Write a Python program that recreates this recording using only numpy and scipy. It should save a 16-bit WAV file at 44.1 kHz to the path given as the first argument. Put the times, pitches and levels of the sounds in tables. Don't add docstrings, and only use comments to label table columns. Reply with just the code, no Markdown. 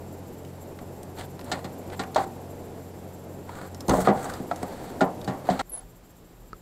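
import sys
import numpy as np
from scipy import signal
from scipy.fft import rfft, irfft
from scipy.io import wavfile

SR = 44100
rng = np.random.default_rng(int(sys.argv[2]) if len(sys.argv) > 2 else 0)


def output_pcm(signal):
    pcm = np.clip(np.atleast_2d(signal).T, -1, 1) * 32767
    wavfile.write(sys.argv[1], SR, np.round(pcm).astype(np.int16))


N = 291545
T = np.arange(N) / SR


def amp(db):
    return 10 ** (np.asarray(db) / 20)


def rms(x):
    return np.sqrt(np.mean(x ** 2) + 1e-20)


def read(points, hz):
    f, value = np.transpose(points)
    return np.interp(np.log(hz + 1), np.log(f + 1), value)


def add(mix, s, sound):
    part = mix[round(s * SR):][:len(sound)]
    part += sound[:len(part)]


def band(x, lo_hz, hi_hz, order=3):
    edges = [lo_hz, min(hi_hz, .49 * SR)]
    return signal.sosfilt(signal.butter(order, edges, "band", fs=SR, output="sos"), x)


def noise(points, size=N):
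    gain = amp(read(points, np.fft.rfftfreq(size, 1 / SR)))
    x = irfft(rfft(rng.standard_normal(size)) * gain, size)
    return x / rms(x)


def drift(rate):
    t = np.linspace(0, N / SR, 4000)
    x = sum(np.sin(2 * np.pi * (f * t + rng.random())) for f in rate * rng.uniform(.1, 1, 16))
    return np.interp(T, t, x / rms(x))


def colour(x, points):
    size = 4096
    log_gain = np.log(amp(read(points, abs(np.fft.fftfreq(size, 1 / SR)))))
    taps = np.fft.ifft(np.exp(np.conj(signal.hilbert(log_gain)))).real
    return signal.fftconvolve(x, taps[:size // 2])[:len(x)]


# pitch in Hz, level in dB rms before throb and sinking.
ENGINE_TONES = [(91.4, -47.5), (136.8, -52), (182.6, -53)]
# pitch in Hz, level in dB rms before throb.
FAR_ENGINE_TONES = [(117.8, -61.5), (172.6, -62)]


def hum(lines, waver=0.0031, throb_db=2):
    clock = np.cumsum(1 + waver * drift(2.11)) / SR
    out = 0
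    for hz, db in lines:
        level = np.sqrt(2) * amp(db + throb_db * drift(5.1))
        out = out + level * np.sin(2 * np.pi * (hz * clock + rng.random()))
    return out


# frequency in Hz, relative level in dB per Hz.
WASH_SPECTRUM = [(20, -8), (40, -10.5), (280, 0.5), (450, -1.5), (850, -8), (1150, -18.5), (3200, -29.5),
                 (5600, -31.5), (12600, -35), (15700, -60)]
# time in seconds, level of its 200-1000 Hz range in dB before lapping.
WASH_SWELL = [(0, -43.5), (1.1, -43.5), (1.9, -41), (3.6, -44.5), (4.2, -39.5), (5.6, -41)]
# frequency in Hz, relative level in dB per Hz.
CALM_SPECTRUM = [(20, -22), (40, -3), (65, -16), (420, -19.5), (2200, -38.5), (5000, -42.5), (15700, -51)]
CALM_DB = -55.5


def wash(points, db, lap_db=1.4):
    x = noise(points)
    body = band(x, 200, 1000)
    low = signal.sosfiltfilt(signal.butter(2, 1200, fs=SR, output="sos"), x)
    lapping = low * (amp(lap_db * drift(12)) - 1)
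    return amp(db) * (x + lapping) / rms(body)


# centre in Hz, width in Hz, level in dB rms before flicker.
HISS_BANDS = [(7440, 310, -66), (12850, 1500, -64)]


def hiss(flicker_db=3.5):
    out = 0
    for hz, width, db in HISS_BANDS:
        x = band(rng.standard_normal(N), hz - width / 2, hz + width / 2, order=1)
        out = out + amp(db) * x / rms(x)
    return amp(flicker_db * drift(22)) * out


# pitch in Hz, relative level in dB, t60 in seconds.
HULL_MODES = [(130, -11.5, 0.6), (184.3, 2, 0.32), (265.3, 5.5, 0.19), (375.6, 0, 0.17), (465, -3.5, 0.3),
              (530.4, -3.5, 0.21), (621, -3.5, 0.39), (715, -0.5, 0.27), (773, -0.5, 0.43), (827, -1, 0.19),
              (1135, -6, 0.24), (1406, -3.5, 0.16), (1841, -9.5, 0.16)]
# frequency in Hz, relative level in dB per Hz.
SHEET_SPECTRUM = [(70, -8), (160, 6), (400, 1), (750, 6), (1400, 0), (2000, -2.5), (2500, -15),
                  (4400, -15.5), (5600, -26.5), (8000, -21.5), (9500, -38), (15000, -46)]
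# frequency in Hz, t60 in seconds.
SHEET_DECAY = [(150, 0.39), (700, 0.53), (1500, 0.26), (4000, 0.11), (12000, 0.12)]


def hull_ring(hold, modes_db=3.5, spread_db=2.0, detune=0.0072):
    t = T[:SR // 2]
    hz, db, t60 = np.transpose(HULL_MODES)[:, :, None]
    place, angle, load = rng.standard_normal((3, len(HULL_MODES), 1))
    hz = hz * (1 + detune * load)
    level = amp(db + spread_db * place - 60 * t / (t60 * hold))
    modes = (level * np.sin(2 * np.pi * (hz * t + angle))).sum(0)
    f, when, z = signal.stft(noise(SHEET_SPECTRUM, len(t)), SR, nperseg=256)
    fade = amp(-60 * when / (hold * read(SHEET_DECAY, f)[:, None]))
    crowd = signal.istft(z * fade, SR, nperseg=256)[1][:len(t)]
    return amp(modes_db) * modes / rms(modes) + crowd / rms(crowd)


# start in seconds, peak in dB without the hull's answer, pitch of tick in Hz.
TACKLE_TICKS = [(0.449, -42, 3000), (0.789, -35.5, 1150), (1.031, -36.5, 8300), (1.393, -32.5, 1000),
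                (1.412, -35, 900), (1.444, -39, 8500), (1.9002, -37.5, 1900), (2.036, -30.5, 1500),
                (2.1464, -26.5, 4250), (3.746, -34.5, 5400), (3.806, -30, 5270), (3.882, -24.5, 6300),
                (3.8947, -18, 6270), (4.016, -27, 8040), (4.3378, -30.5, 4880), (4.5603, -32, 6500),
                (4.6298, -29, 8000), (5.2139, -34.5, 3800), (5.245, -33.5, 4500)]


def ticks(t60=0.028, ring_db=-6, ring_t60=0.057, hull_db=-7):
    out, t = np.zeros(N), T[:SR // 10]
    for s, db, hz in TACKLE_TICKS:
        snap = band(rng.standard_normal(len(t)), 900, 14000, order=2)
        snap = band(snap, hz / 1.5, hz * 1.5, order=1)
        ring = amp(ring_db - 60 * t / ring_t60) * np.sin(2 * np.pi * hz * t)
        tick = snap / rms(snap) * amp(-60 * t / t60) + ring
        answer = hull_ring(hold=1.0)
        add(out, s, amp(db) * tick / abs(tick).max())
        add(out, s, amp(db + hull_db) * answer / abs(answer).max())
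    return out


# start in seconds, length in seconds,
# level in dB before graining, resonance in Hz, extra treble in dB.
RUB_STROKES = [(1.155, 0.11, -41, 3180, 1.5), (1.423, 0.22, -43, 760, -1.5), (1.915, 0.044, -39, 2590, -3),
               (2.169, 0.092, -35, 736, 0), (3.434, 0.29, -44, 1240, -0.5), (3.875, 0.19, -33.5, 1090, 7.5),
               (4.043, 0.034, -29.5, 1140, -1), (4.094, 0.35, -38.5, 1240, 2.5),
               (4.222, 0.044, -45, 7700, 27), (4.401, 0.69, -44.5, 730, 0.5), (5.43, 0.2, -39.5, 1000, -2),
               (5.698, 0.16, -50.5, 750, 6)]
# frequency in Hz, relative level in dB per Hz.
RUB_SPECTRUM = [(100, 6), (800, 4.5), (2000, -3), (2600, -13.5), (4400, -7.5), (5500, -20.5), (8000, -9.5),
                (9500, -19), (15000, -23)]


def rubs(grain_db=1.0, grain_rate=420, metal_db=-12, surge_db=1.14, surge_rate=25,
         resonance_db=6, resonance_octaves=0.47, treble_hz=5200,
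         catch_rate=24, catch_db=2.5, catch_s=0.0038):
    dry, hz = np.zeros(N), np.geomspace(100, 15000, num=60)
    for s, length, db, centre_hz, treble_db in RUB_STROKES:
        resonance = resonance_db * np.exp(-(np.log2(hz / centre_hz) / resonance_octaves) ** 2)
        shape = read(RUB_SPECTRUM, hz) + resonance + treble_db * (hz > treble_hz)
        size = int(length * SR)
        stroke = noise(list(zip(hz, shape)), SR)[:size]
        add(dry, s, amp(db) * signal.windows.tukey(size, .6) * stroke)
    grain = amp(grain_db * drift(grain_rate) + surge_db * drift(surge_rate))
    starts = rng.random(N) < catch_rate / SR
    catches = signal.lfilter([1], [1, -np.exp(-1 / (catch_s * SR))], starts)
    grain = grain * (1 + amp(catch_db) * catches)
    dry = dry * grain / rms(grain)
    metal = signal.fftconvolve(dry, band(hull_ring(hold=0.12), 310, 6000))[:N]
    return dry + amp(metal_db) * metal * rms(dry) / rms(metal)


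def travel(x, delay_s):
    hz = np.fft.rfftfreq(2 * len(x), 1 / SR)
    delay = delay_s * (200 / np.maximum(hz, 100)) ** .8
    turn = np.exp(-2j * np.pi * np.cumsum(delay) * hz[1])
    return irfft(rfft(x, 2 * len(x)) * turn)[:len(x)]


def chatter(size, gap_s=0.0072, contact_s=0.00068, contact_db=3, settle_s=0.056, press_s=0.00054):
    contacts = np.r_[0, np.cumsum(gap_s * rng.uniform(.4, 1.6, size=6))][:, None]
    age = np.maximum(T[:size] - contacts, 0)
    press = 1 - np.exp(-age / press_s)
    release = np.exp(-age / contact_s - contacts / settle_s)
    return 1 + amp(contact_db) * (press * release).sum(0)


def panel(hz, second_hz, hold, t60=0.13, second_db=-4):
    t = T[:SR // 2]
    tones = np.sin(2 * np.pi * hz * t) + amp(second_db) * np.sin(2 * np.pi * second_hz * t)
    return amp(-60 * t / (t60 * hold)) * tones


# start in seconds, strength in dB, weight behind it as extra bass in dB,
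# hardness as treble slope in dB per octave, ring time as a factor (under 1 when a hand damps it, at least 0.1),
# main and second pitch of the struck panel in Hz, early level of that panel against the strength in dB.
HULL_BLOWS = [(1.5155, -30.5, -3.5, 0.5, 0.71, 734, 4220, -3), (1.643, -40, 5, -1.5, 0.7, 705, 4170, -9),
              (1.993, -32, -2, -1, 0.85, 265, 1400, -6), (2.1595, -21, -19, -5, 0.59, 627, 946, -1.5),
              (2.175, -28, -4.5, -4.5, 0.93, 830, 602, -0.5), (3.492, -42, -16.5, -4.5, 0.18, 966, 896, 2),
              (3.881, -25.5, 3, -13.5, 1.2, 329, 167, -0.5), (3.892, -26.5, 1.5, -3.5, 0.5, 473, 960, -1),
              (3.907, -24.5, 5.5, -5.5, 0.42, 360, 1275, -2.5),
              (3.932, -22.5, -2.5, -8.5, 0.82, 553, 1027, -3), (3.98, -27.5, -0.5, -11, 0.94, 623, 458, 2),
              (4.0712, -18, -5.5, -8, 0.29, 1237, 470, -7), (4.083, -19.5, 0.5, -7, 0.78, 375, 527, 1),
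              (4.096, -25, 4, -8, 0.73, 206, 259.5, 5), (4.254, -36.5, -3, -5, 1.2, 725, 782, 3.5),
              (4.398, -44.5, 5, -20, 0.4, 256, 192, 12), (4.512, -31, -8, -5.5, 0.29, 703, 1325, 4),
              (4.628, -35, -0.5, -5.5, 0.27, 406, 716, 0.5), (5.007, -26, -1.5, -3.5, 0.66, 1420, 1420, -2),
              (5.012, -22, 1, -6.5, 0.84, 640, 387, 2), (5.275, -29.5, 0, -4.5, 1.34, 190.4, 131, 2.5),
              (5.4879, -26.5, -3, -7, 0.6, 718, 682, 6), (5.499, -34.5, 2, -1, 1.3, 187.6, 254, 11.5),
              (5.592, -27, -10, -2.5, 1.4, 822, 1320, -5)]
BLOW_CENTRES = [250, 750, 1550, 4000]
BLOW_BALANCE = [-2, -1.5, -5, -3]


def knocks(rise_s=0.00093, travel_s=0.00508, hard_db=-8, soft_span_db=4):
    out = np.zeros(N)
    edges = [80, 450, 1100, 2400, 15000]
    early = SR // 36
    octaves = np.log2(np.divide(BLOW_CENTRES, BLOW_CENTRES[1]))
    for s, db, weight_db, hardness, hold, hz, second_hz, panel_db in HULL_BLOWS:
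        hold = max(hold, .1)
        levels = db + np.array(BLOW_BALANCE)
        levels = levels + weight_db * (octaves < 0) + hardness * np.maximum(octaves, 0)
        ring = hull_ring(hold)
        contact = chatter(len(ring)) * (1 - np.exp(-T[:len(ring)] / rise_s))
        ring, note = ring * contact, panel(hz, second_hz, hold) * contact
        for _ in range(2):
            own = [20 * np.log10(rms(band(ring[:early], lo, hi))) for lo, hi in zip(edges, edges[1:])]
            ring = colour(ring, list(zip(BLOW_CENTRES, levels - own)))
        ring = ring + amp(panel_db + db) * note / rms(note[:early])
        softness = 1 / (1 + np.exp((hard_db - weight_db) / soft_span_db))
        add(out, s, travel(ring, travel_s * softness))
    return signal.sosfilt(signal.butter(3, 94, "high", fs=SR, output="sos"), out)


JOLT_S, JOLT_DB, JOLT_T60 = 3.885, -29, 0.79


def jolt(lo_hz=32, hi_hz=125, rise_s=0.0043):
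    age = np.maximum(T - JOLT_S, 0)
    x = band(rng.standard_normal(N), lo_hz, hi_hz)
    return amp(JOLT_DB - 60 * age / JOLT_T60) * (1 - np.exp(-age / rise_s)) * x / rms(x)


# start in seconds, length in seconds, level in dB rms before fades and flutter,
# middle pitch in Hz before arch, sag and warble.
SQUEAK_SLIPS = [(5.693, 0.02, -43.5, 11300), (5.717, 0.05, -35.5, 10670), (5.77, 0.029, -40.5, 10230)]
SLIP_ARCH_HZ, SLIP_SAG_HZ_PER_S, SLIP_EDGE_S = 353, 2100, 0.0044


def squeak(warble_hz=210, warble_rate=190, flutter_db=3.0):
    out = np.zeros(N)
    warble = warble_hz * drift(warble_rate)
    flutter = amp(flutter_db * drift(150))
    for s, length, db, hz in SQUEAK_SLIPS:
        t = np.arange(0, length, 1 / SR)
        arch = SLIP_ARCH_HZ * (np.sin(np.pi * t / length) - .5)
        sag = SLIP_SAG_HZ_PER_S * (t - length / 2)
        pitch = hz + arch - sag + warble[round(s * SR):][:len(t)]
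        level = amp(db) * np.minimum(np.minimum(t, length - t) / SLIP_EDGE_S, 1)
        add(out, s, np.sqrt(2) * level * np.sin(2 * np.pi * np.cumsum(pitch) / SR))
    return out * flutter


# pitch in Hz, starting level in dB against the whole tock, t60 in seconds.
TOCK_MODES = [(430, -10, 0.016), (1290, -5, 0.024), (4440, -16.5, 0.0044)]
TOCK_S, TOCK_DB = 6.5312, -22


def tock():
    out, t = np.zeros(N), T[:SR // 10]
    ring = sum(amp(db - 60 * t / t60) * np.sin(2 * np.pi * hz * t) for hz, db, t60 in TOCK_MODES)
    add(out, TOCK_S, amp(TOCK_DB) * ring)
    return out


CUT_S = 5.617
HUM_SINK_DB = -3


def scene(calm_hiss_db=-4):
    engine = hum(ENGINE_TONES) * amp(HUM_SINK_DB * np.clip(2 * (T - JOLT_S), 0, 1))
    water = wash(WASH_SPECTRUM, np.interp(T, *np.transpose(WASH_SWELL)))
    busy = engine + water + hiss() + ticks() + knocks() + jolt()
    calm = hum(FAR_ENGINE_TONES) + wash(CALM_SPECTRUM, CALM_DB) + amp(calm_hiss_db) * hiss()
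    calm = calm + squeak() + tock()
    return (np.where(T < CUT_S, busy, calm) + rubs())[None]


EDGE_HZ = 15700


def record(dry):
    low_pass = signal.firwin(511, EDGE_HZ, window=("kaiser", 9), fs=SR)
    return signal.oaconvolve(dry, low_pass[None], "same")


dry = scene()
out = record(dry)
output_pcm(out)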